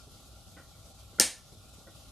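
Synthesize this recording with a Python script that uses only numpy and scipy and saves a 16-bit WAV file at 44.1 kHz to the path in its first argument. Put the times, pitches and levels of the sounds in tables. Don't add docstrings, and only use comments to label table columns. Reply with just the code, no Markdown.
import sys
import numpy as np
from scipy import signal
from scipy.io import wavfile
from scipy.ndimage import uniform_filter1d

SR = 44100
rng = np.random.default_rng(int(sys.argv[2]) if len(sys.argv) > 2 else 0)


def wav_out(sig):
    wavfile.write(sys.argv[1], SR, np.round(np.clip(np.atleast_2d(sig).T, -1, 1) * 32767).astype(np.int16))


N = 93183
SNAP_S, SNAP_DB = 1.19855, -2.6

def gain_of(db):
    return 10 ** (np.asarray(db) / 20)

def unit_rms(x):
    return x / np.sqrt(np.mean(x ** 2) + 1e-20)

def curve_at(points, hz):
    freqs, values = np.transpose(points)
    return np.interp(np.log(hz + 1), np.log(freqs + 1), values)

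def placed(start_s, sound):
    track = np.zeros(N)
    part = track[round(start_s * SR):][:len(sound)]
    part += sound[:len(part)]
    return track

def ring(modes, rise_s, top_hz=SR, quicken=0):
    t = np.arange(SR // 4) / SR
    out = np.zeros(len(t))
    for hz, db, t60 in modes:
        attack = 1 - np.exp(-t / rise_s * (hz / 5000) ** quicken)
        decay = gain_of(db - 60 * t / t60)
        out += attack * decay * np.sin(2 * np.pi * hz * t) / (1 + (hz / top_hz) ** 4)
    return out

# pitch in Hz, relative level in dB, 60 dB decay time in seconds.
STEEL_MODES = [(2300, -4, 0.0058), (3330, -3, 0.0044), (4506, -8.5, 0.014), (5298, 6.5, 0.0059),
               (5677, -1.5, 0.018), (6594, 0, 0.0072), (7230, -6, 0.012), (8720, 0, 0.0061),
               (9450, 2.5, 0.0023), (10820, -15, 0.0026), (12170, -11, 0.009), (12300, -36, 0.0034)]
def steel_click():
    steel = ring(STEEL_MODES, rise_s=0.00085, top_hz=SR * 2, quicken=2.6)
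    return placed(SNAP_S, gain_of(SNAP_DB) * steel / abs(steel).max())

# pitch in Hz, relative level in dB, 60 dB decay time in seconds.
CAN_MODES = [(1782, -20, 0.13), (1822, -24, 0.1), (2020, -30, .09), (2318, -28, .15), (2780, -24, 0.13),
             (3030, -27, 0.15), (3248, -26, 0.11)]
MAGNET_MODES = [(8510, -23.5, 0.11), (9480, -25, 0.2), (9572, -24.5, 0.31), (10640, -21, 0.05),
                (12100, -26.5, 0.1), (12770, -33.5, 0.21)]
def metal_ring():
    return placed(SNAP_S, gain_of(SNAP_DB) * ring(CAN_MODES + MAGNET_MODES, rise_s=0.0026))

# pitch in Hz, relative level in dB, 60 dB decay time in seconds.
WOOD_MODES = [(229, -21.5, 0.095), (308.5, -15, 0.045), (350, -19.5, 0.062), (524, -17, 0.069),
              (641, -21.5, 0.054), (827, -17.5, 0.031), (940, -28.5, 0.044), (1078, -38, 0.13),
              (1372, -33.5, 0.12)]
def table_thud():
    return placed(SNAP_S, gain_of(SNAP_DB) * ring(WOOD_MODES, rise_s=0.0039))

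# delay in seconds, level in dB, leftward pan in dB.
REFLECTIONS = [(.0018, -7, 0), (.009, -7, -1), (.0127, -10, 1), (.0137, -11, 0), (.0215, -14, 1),
               (.0243, -14, -1)]
def early_echoes(click):
    dulled = signal.sosfilt(signal.butter(6, 12300, fs=SR, output="sos"), click)
    out = np.zeros((2, N))
    for k, (delay_s, db, pan_db) in enumerate(REFLECTIONS):
        sides = gain_of(db - pan_db * np.array([[1.5], [2.5]]))
        out += (-1) ** k * sides * placed(delay_s, dulled)
    return out

# frequency in Hz, 60 dB decay time in seconds.
ROOM_DECAY = [(200, 0.14), (500, 0.38), (1200, 0.29), (2000, 0.32), (4000, 0.29), (6000, 0.32),
              (8500, 0.23), (12000, 0.28)]
# frequency in Hz, relative level in dB.
ROOM_EQ = [(100, -16), (170, -11), (300, -3.5), (520, -9), (850, -7.5), (1400, -10), (1900, -1.5),
           (2700, -6), (4000, -0.5), (5500, -7), (7000, 0), (8700, 1), (10500, -0.5), (13100, -22.5),
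           (13500, -31)]
# frequency in Hz, left-right likeness (1 is mono).
ROOM_LIKENESS = [(200, 0.24), (460, 1), (1000, 1), (1800, 1), (3500, 0.98), (7000, 0.93), (13000, 0.88)]
def room_reverb(send):
    taps = np.zeros((2, SR))
    arrivals = np.arange(128, SR - 16, 8) + rng.integers(0, 8, (2, (SR - 137) // 8))
    np.put_along_axis(taps, arrivals, rng.choice([-1., 1.], arrivals.shape), 1)
    hz, t, bands = signal.stft(taps, SR, nperseg=128)
    likeness = curve_at(ROOM_LIKENESS, hz)[:, None]
    bands[1] = likeness * bands[0] + np.sqrt(1 - likeness ** 2) * bands[1]
    bands *= gain_of(curve_at(ROOM_EQ, hz)[:, None] - 60 * t / curve_at(ROOM_DECAY, hz)[:, None])
    tail = signal.istft(bands, SR, nperseg=128)[1]
    tail *= 1 - np.exp(-(np.arange(tail.shape[1]) / SR / 0.0098) ** 2)
    return signal.fftconvolve(send[None], tail / np.linalg.norm(tail[0]), axes=1)[:, :N]

# start in seconds, length in seconds, level in dB, treble cutoff in Hz.
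SCUFF_CUES = [(0.067, 0.021, -57, 330), (0.271, 0.031, -67.5, 298), (0.561, 0.061, -53.5, 2750),
              (1.124, 0.051, -61, 1210), (1.184, 0.018, -43, 2600), (1.52, 0.038, -57, 403),
              (1.779, 0.044, -58, 495), (1.867, 0.034, -54, 1610)]
# pitch in Hz, relative level in dB, 60 dB decay time in seconds.
RUBBED_MODES = [(227, -9, 0.02), (353, -1, 0.016), (535, 2, 0.014), (700, -2, .012), (1000, -2, 0.01),
                (1405, 3, 0.013), (1850, 1, 0.011), (2300, -3, .006), (2800, -2, 0.006)]
def finger_scuffs():
    out = np.zeros(N)
    for start_s, length_s, db, top_hz in SCUFF_CUES:
        slips = rng.standard_normal(SR // 10)
        progress = np.arange(len(slips)) / SR / length_s
        envelope = np.minimum(progress / 0.13, 1) * gain_of(-10 * progress) * (progress < 1)
        surface = ring(RUBBED_MODES, rise_s=0.00075, top_hz=top_hz)[:2048]
        rub = signal.oaconvolve(slips * envelope, surface)
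        rms = np.sqrt(np.mean(rub[:round(length_s * SR)] ** 2))
        out += placed(start_s, gain_of(db) * rub / rms)
    return out

# frequency in Hz, relative level in dB.
BED_EQ = [(12, -25), (20, -19.5), (53, 6.5), (105, -6.5), (150, -7.5), (238, -10.5), (389, -19.5),
          (458, -21), (635, -15.5), (880, -26), (1400, -21.5), (1650, -37.5), (3530, -17.5), (9670, -24),
          (12000, -25), (13100, -28), (13500, -62)]
# centre in Hz, width in Hz, boost in dB.
WHIR_PEAKS = [(510, 33, 6.5), (624, 24, 15.5), (794.7, 41, 20), (1110, 30, 8.5), (1205, 45, 5),
              (1391, 38, 14.5)]
# frequency in Hz, left-right likeness (1 is mono).
BED_LIKENESS = [(60, 0.71), (110, 0.72), (200, 0.83), (360, 0.45), (670, 0.72), (1210, 1), (2210, 0.33),
                (4040, 0.16), (7370, 0.27), (13400, 0.11)]
# frequency in Hz, leftward pan in dB.
BED_PAN = [(60, 3), (230, 2), (900, 1.5), (3480, 0), (13400, 0.0)]
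# frequency in Hz, depth in dB.
DRIFT_DEPTH = [(60, 0.94), (500, 0.89), (1500, 1.6), (2300, 4), (3300, 1.4), (5000, 1.3), (12000, 2)]
FLICKER_DEPTH = [(300, 1.5), (1500, 1), (4000, .8), (12000, 1.2)]
def noise_bed(level_db=-54):
    frames, hz = N // 256 + 5, np.fft.rfftfreq(1024, 1 / SR)
    left_re, left_im, other_re, other_im, drift = rng.standard_normal((frames, 513, 5)).T
    drift = uniform_filter1d(drift, size=8, axis=0)
    drift = unit_rms(uniform_filter1d(drift, size=10, axis=1))
    flicker = unit_rms(uniform_filter1d(rng.standard_normal(frames), size=3))
    motion_db = curve_at(DRIFT_DEPTH, hz)[:, None] * drift
    motion_db += np.outer(curve_at(FLICKER_DEPTH, hz), flicker)
    whir_db = sum(db / (1 + ((hz - centre) / (width / 2)) ** 2) for centre, width, db in WHIR_PEAKS)
    tone_db = curve_at(BED_EQ, hz) + whir_db
    pan_db = np.outer([.5, -.5], curve_at(BED_PAN, hz))
    likeness = curve_at(BED_LIKENESS, hz)[:, None]
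    left = left_re + 1j * left_im
    right = likeness * left + np.sqrt(1 - likeness ** 2) * (other_re + 1j * other_im)
    bands = np.array([left, right]) * gain_of(tone_db[:, None] + motion_db + pan_db[:, :, None])
    return gain_of(level_db) * unit_rms(signal.istft(bands, nperseg=1024, noverlap=768)[1][:, :N])

# centre in Hz, width in Hz, level in dB.
HUM_BANDS = [(58, 8.3, -60.5), (100.2, 13, -60.5)]
def low_hum():
    out = np.zeros(N)
    for hz, width_hz, db in HUM_BANDS:
        band = signal.lfilter(*signal.iirpeak(hz, hz / width_hz, SR), rng.standard_normal(N))
        out += gain_of(db) * unit_rms(band)
    return out

def scene():
    click, body, scuffs = steel_click(), metal_ring() + table_thud(), finger_scuffs()
    click_pan = gain_of([[2.5], [-2.5]])
    close = click_pan * click + early_echoes(click) + body + scuffs
    crack = placed(SNAP_S, [gain_of(SNAP_DB + 9.5)])
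    send = crack + gain_of(-11) * (click + scuffs) + gain_of(-14) * body
    return close + gain_of(2.5) * room_reverb(send) + noise_bed() + low_hum()

def record(dry):
    threshold_db, release_db_per_s = -37.0, 53.0
    power = uniform_filter1d((dry ** 2).mean(0), size=400, origin=199)
    power_db = 10 * np.log10(abs(power) + 1e-12)
    release_db = np.arange(N) * release_db_per_s / SR
    held_db = np.maximum.accumulate(power_db + release_db) - release_db
    over_db = np.maximum(held_db - threshold_db, 0)
    ducked = dry / gain_of(0.15 * uniform_filter1d(over_db, size=200, origin=99))
    low_cut = signal.butter(2, 37.4, "high", fs=SR, output="sos")
    high_cut = signal.firwin(401, 13900, window=("kaiser", 9), fs=SR)
    return signal.oaconvolve(signal.sosfilt(low_cut, ducked), high_cut[None], "same")

dry = scene()
out = record(dry)
wav_out(out)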